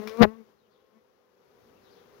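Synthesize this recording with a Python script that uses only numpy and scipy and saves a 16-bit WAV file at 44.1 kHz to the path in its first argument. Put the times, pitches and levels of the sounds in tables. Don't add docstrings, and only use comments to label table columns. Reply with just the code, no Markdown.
import sys
import numpy as np
from scipy import signal
from scipy.fft import rfft, irfft
from scipy.io import wavfile

SR = 44100
rng = np.random.default_rng(int(sys.argv[2]) if len(sys.argv) > 2 else 0)


def to_wav(sig):
    pcm = np.clip(np.atleast_2d(sig), -1, 1) * 32767
    pcm = np.round(pcm).astype(np.int16)
    wavfile.write(sys.argv[1], SR, pcm.T)


N = 97020
T = np.arange(N) / SR
CLOSEST_S = .2341
GUST_S, GUST_SPREAD_S = .222, .016


def near_bee(count=48):
    # t/s, f/Hz
    wingbeat = [(0, 209.5), (.06, 215.2), (.118, 219), (.165, 227.8), (.192, 234.3), (.23, 237.9),
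                (.243, 213.3), (.253, 203), (.275, 214.5), (.33, 223), (.375, 227.8), (.43, 217),
                (.9, 213.1), (.98, 222.7)]
    # t/s, lowest tone/dB, octave above/dB, higher overtones/dB
    buzz = [(0, -27.5, -35, -44.5), (.03, -41.5, -33, -42.5), (.075, -32, -36.5, -48),
            (.118, -55, -34, -44), (.176, -43, -34, -44.5), (.198, -16.5, -22.5, -29.5),
            (.213, -1.5, -11, -17), (.224, -9.5, -6, -9.5), (.24, -9, -27, -32), (.253, -46, -12, -23.5),
            (.259, -24, -27, -41), (.318, -39, -44, -51), (.365, -45.5, -53.5, -58.5),
            (.412, -41, -45, -59), (.45, -61.5, -73.5, -74.5), (.6, -77.5, -79.5, -82),
            (.88, -86, -62.5, -78), (.97, -52, -65.5, -68), (1.04, -85, -77, -86.5)]
    # f/Hz, level/dB
    overtones = [(660, 0.5), (880, -5.5), (1070, -0.5), (1160, 1), (1330, -13), (1550, -11.5), (1780, -8.5),
                 (2200, -10), (2420, -16), (2700, -13.5), (3150, -21.5), (3800, -18), (6500, -24.5),
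                 (15000, -34.5)]
    # t/s, tilt/(dB per octave)
    brightness = [(.17, -2), (.2, -6), (.214, -9.5), (.223, -2), (.24, 1.5), (.252, -8), (.285, -4),
                  (.9, 0)]
    # f/Hz, level/dB
    wing_hiss = [(50, 4), (110, 3), (300, -5), (1000, -5.5), (2500, -12.5), (6000, -11.5), (15000, -13.5)]
    # t/s, level/dB
    right_side = [(0, -29), (.12, -28), (.175, -20.5), (.2, -35.5), (.225, -66), (.255, -55), (.3, -32.5),
                  (.42, -39), (.6, -18.5)]
    hz = in_time(wingbeat)[0] + .51 * drift(30)
    beats = np.cumsum(hz) / SR
    beats -= np.interp(CLOSEST_S, T, beats)
    beats += (.006 + .027 * swell(GUST_S, GUST_SPREAD_S)) * drift(110)
    phase = 2 * np.pi * beats
    first_db, octave_db, upper_db = in_time(buzz)
    tilt, = in_time(brightness)
    scatter = 1 - swell(CLOSEST_S, .035)
    upper = 0
    for k in range(3, count):
        flicker_db = 3.5 * drift(24)
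        gain = at_hz(overtones, k * hz) * from_db(flicker_db + tilt * np.log2(max(k / 5, 1)))
        upper += gain * np.sin(k * phase + scatter * rng.uniform(-np.pi, np.pi))
    flip = np.pi / 2 * np.tanh((T - .218) / .018)
    tone = from_db(first_db) * np.sin(phase - flip) + from_db(octave_db) * np.sin(2 * phase)
    tone += from_db(upper_db) * unit_power(upper)
    hiss_db = np.minimum(upper_db, -31.5) - 12 + .8 * tilt
    hiss = from_db(hiss_db) * unit_power(noise(wing_hiss) * (1 + .5 * np.cos(phase)))
    strength = 1 + .07 * drift(110)
    return on_left(hiss - tone * strength + wing_wind(beats, hz), in_time(right_side)[0])


def wing_wind(beats, hz):
    # loudest at t/s, spread/s, place in the beat/0-1, width/s, height
    puffs = [(.228, .0075, .06, .0001, -.75), (.2415, .0105, .21, .000125, 1.0)]
    # f/Hz, level/dB
    swirl_colour = [(300, -8), (1500, 5.5), (4000, -0.5), (6500, -15), (9000, -24), (12000, -16.5),
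                    (15000, -20)]
    # f/Hz, level/dB
    gust_colour = [(35, -24), (70, -2), (140, 4), (330, -3), (800, -5), (1400, -4), (2500, -25.5),
                   (6000, -51)]
    # f/Hz, level/dB
    wake_colour = [(30, -19), (52, -5.5), (90, -7), (160, -21), (500, -55.5), (2000, -90)]
    widen = 1 + np.minimum(((T - CLOSEST_S) / .015) ** 2, 2)
    roundness = 1.7
    stream = 0
    for s, spread, place, width, height in puffs:
        away_s = ((beats - place + .5) % 1 - .5) / hz
        puff = np.exp(-(np.abs(away_s) / (width * widen)) ** roundness)
        average = np.sqrt(np.pi) * width * widen * hz
        stream += height * swell(s, spread) * (puff - average)
    pulse = unit_power(np.exp(4 * np.cos(2 * np.pi * (beats - .1))))
    stream += from_db(-20) * swell(.2304, .008) * pulse * unit_power(noise(swirl_colour))
    gust = unit_power(np.sqrt(pulse) * noise(gust_colour))
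    stream += from_db(-14) * swell(GUST_S, GUST_SPREAD_S) * gust
    arrives_s, leaves_s = .2193, .2565
    on_microphone = .5 * (np.tanh((T - arrives_s) / .0018) - np.tanh((T - leaves_s) / .001))
    wake = from_db(-39) * swell(.268, .017) * unit_power(noise(wake_colour))
    return on_microphone * stream + wake


def colony(count=16, order=11):
    # t/s, level/dB
    loudness = [(0, -51.5), (.19, -53), (.23, -78), (.32, -63.5), (.5, -64.5), (.58, -69), (1.3, -68.5),
                (1.5, -64.5), (1.67, -61), (1.78, -62), (1.98, -59), (2.08, -60), (2.2, -57.5)]
    # f/Hz, level/dB
    bee_colour = [(200, -11), (300, -10), (400, -1), (510, 3), (620, -13), (1100, -12.5), (2000, -23),
                  (3500, -33.5)]
    # f/Hz, left level/dB, right level/dB
    air = [(35.2, -22, -19.5), (98, -7, -10.5), (222, -9, -12), (297, -5.5, -8), (380, 0.5, -3),
           (490, 1, -4.5), (594, -6.5, -10.5), (1200, -7.5, -19.5), (2200, -15.5, -37), (3960, -18.5, -39),
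           (5850, -19, -38.5), (10100, -26.5, -32.5), (15100, -25.5, -36)]
    slow_hz, fast_hz = 201, 250
    swarm = np.zeros((2, N))
    for bee, detune in enumerate(np.linspace(-.06, .06, count)):
        hz = (fast_hz if bee % 2 else slow_hz) * np.exp(detune)
        beats = np.cumsum(hz * (1 + .025 * drift(2.4))) / SR + rng.random()
        right_lead_s = rng.uniform(.00022, .00042) * rng.normal()
        phase = 2 * np.pi * np.array([beats, beats + hz * right_lead_s])
        gain = from_db(4.5 * drift(2.8))
        for k in range(1, order):
            swarm += gain * at_hz(bee_colour, k * hz) * np.sin(k * phase + rng.uniform(0, 2 * np.pi))
    blur = unit_power(np.array([noise(np.array(air)[:, [0, side]]) for side in (1, 2)]))
    sides = from_db([-1, -3.5])[:, None]
    return from_db(in_time(loudness)[0]) * (sides * unit_power(swarm) + blur)


def click():
    # t/s, level/dB
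    touches = [(0.0739, -23), (0.0759, -30.5), (.0815, -36), (.086, -30), (.094, -33.5), (.135, -41),
               (0.172, -32.5)]
    # f/Hz, relative level/dB, time to fade by 60 dB/s
    ring_tones = [(1130, -10, .03), (1450, -16, .025), (2347, -12, .07), (3435, -22, .025),
                  (4129, -19, .025), (4705, -21, .025), (5550, -18, .025)]
    # f/Hz, level/dB
    crack_colour = [(150, -32), (600, -9), (1300, 8.5), (3000, -14.5), (5000, -6), (7000, -10.5),
                    (10000, -12), (15000, -13)]
    # f/Hz, level/dB
    crackle_colour = [(1000, -25.5), (2300, -2), (5300, -2.5), (7000, -11.5), (15000, -19)]
    crack_fade_s, crackle_fade_s = .0092, .19
    crack = from_db(-6) * unit_power(noise(crack_colour))
    out = 0
    for s, db in touches:
        age = np.maximum(T - s, 0)
        touch = crack * from_db(-60 * age / crack_fade_s)
        for hz, level, fade_s in ring_tones:
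            gain = from_db(level + rng.normal(0, 1.7) - 60 * age / fade_s)
            touch += gain * np.sin(2 * np.pi * hz * age)
        out += from_db(db) * (T > s) * touch
    age = np.maximum(T - touches[0][0], 0)
    crackle = unit_power(noise(crackle_colour) * from_db(3.5 * drift(400)))
    out += (age > 0) * from_db(-42 - 60 * age / crackle_fade_s) * crackle
    return on_left(out, right_db=-15)


def drone():
    # t/s, level/dB
    loudness = [(0, -81), (.5, -77), (1.3, -88.5), (1.55, -78), (1.59, -69.5), (1.78, -66), (1.9, -72),
                (2.2, -69)]
    # f/Hz, level/dB
    colour = [(35, -15), (90, -6), (170, -4.5), (240, 2), (300, -10.5), (420, -11), (700, -37)]
    shared = noise(colour)
    sides = np.array([shared + .55 * noise(colour) for _ in range(2)])
    return from_db(in_time(loudness)[0]) * unit_power(sides)


def whine():
    # t/s, f/Hz, level/dB
    curve = [(.62, 1064, -96), (.72, 1061, -77.5), (.84, 1093, -73), (.91, 1060, -71.5), (.98, 1104, -71),
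             (1.03, 1090, -95.5), (1.2, 1074, -78), (1.28, 1027, -77.5), (1.36, 1030, -100)]
    hz, db = in_time(curve)
    phase = 2 * np.pi * np.cumsum(hz + 9 * drift(25)) / SR
    return on_left(from_db(db) * np.sin(phase), right_db=-11.5)


def bird():
    # middle t/s, length/s, start f/Hz, end f/Hz, pitch blur/Hz, level/dB
    chirps = [(.603, .036, 4130, 3780, 140, -77.5), (.66, .036, 3070, 3010, 220, -79),
              (.725, .036, 4800, 4350, 550, -76), (.749, .048, 3550, 3450, 340, -75),
              (.813, .08, 3680, 2970, 450, -79), (1.778, .03, 2770, 2650, 170, -69),
              (1.845, .05, 4700, 5100, 500, -74), (1.87, .04, 3950, 3600, 400, -66),
              (1.937, .048, 4600, 4200, 750, -65), (1.99, .08, 3490, 3290, 500, -70)]
    out = 0
    for s, length, start_hz, end_hz, blur_hz, db in chirps:
        hz = np.interp(T, [s - length / 2, s + length / 2], [start_hz, end_hz])
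        phase = 2 * np.pi * np.cumsum(hz + .55 * blur_hz * drift(260)) / SR
        note = swell(s, length * .42) * np.sin(phase)
        blurred = drift(blur_hz) * np.sin(phase) + drift(blur_hz) * np.cos(phase)
        echo = from_db(-1) * swell(s + .006, length * .69) * blurred
        out += from_db(db) * (note + echo)
    return on_left(out, right_db=-21)


def from_db(db):
    return 10 ** (np.asarray(db) / 20)


def unit_power(x):
    return x / np.sqrt(np.mean(x ** 2) + 1e-20)


def in_time(rows):
    s, *columns = np.transpose(rows)
    return [np.interp(T, s, c) for c in columns]


def at_hz(colour, hz):
    points_hz, db = np.transpose(colour)
    return from_db(np.interp(np.log(hz + 1e-9), np.log(points_hz), db))


def drift(rate_hz):
    hz = np.arange(N // 2 + 1) * SR / N
    return unit_power(irfft(rfft(rng.standard_normal(N)) / (1 + (hz / rate_hz) ** 2), N))


def noise(colour):
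    hz = np.arange(N // 2 + 1) * SR / N
    return irfft(rfft(rng.standard_normal(N)) * at_hz(colour, hz) * (hz > 28), N)


def swell(peak_s, spread_s):
    return np.exp(-.5 * ((T - peak_s) / spread_s) ** 2)


def on_left(x, right_db):
    return np.array([x, x * from_db(right_db)])


def scene():
    return near_bee() + colony() + drone() + whine() + bird() + click()


def record(dry):
    heard = np.clip(dry, -.95, .95)
    dip_gain, cutoff_hz = from_db(-9), 15800
    for dip_hz in (7650, 8900):
        b, a = signal.iirnotch(dip_hz, Q=3.2, fs=SR)
        heard = dip_gain * heard + (1 - dip_gain) * signal.lfilter(b, a, heard)
    return signal.sosfilt(signal.ellip(12, .1, 80, cutoff_hz, fs=SR, output="sos"), heard)


dry = scene()
out = record(dry)
to_wav(out)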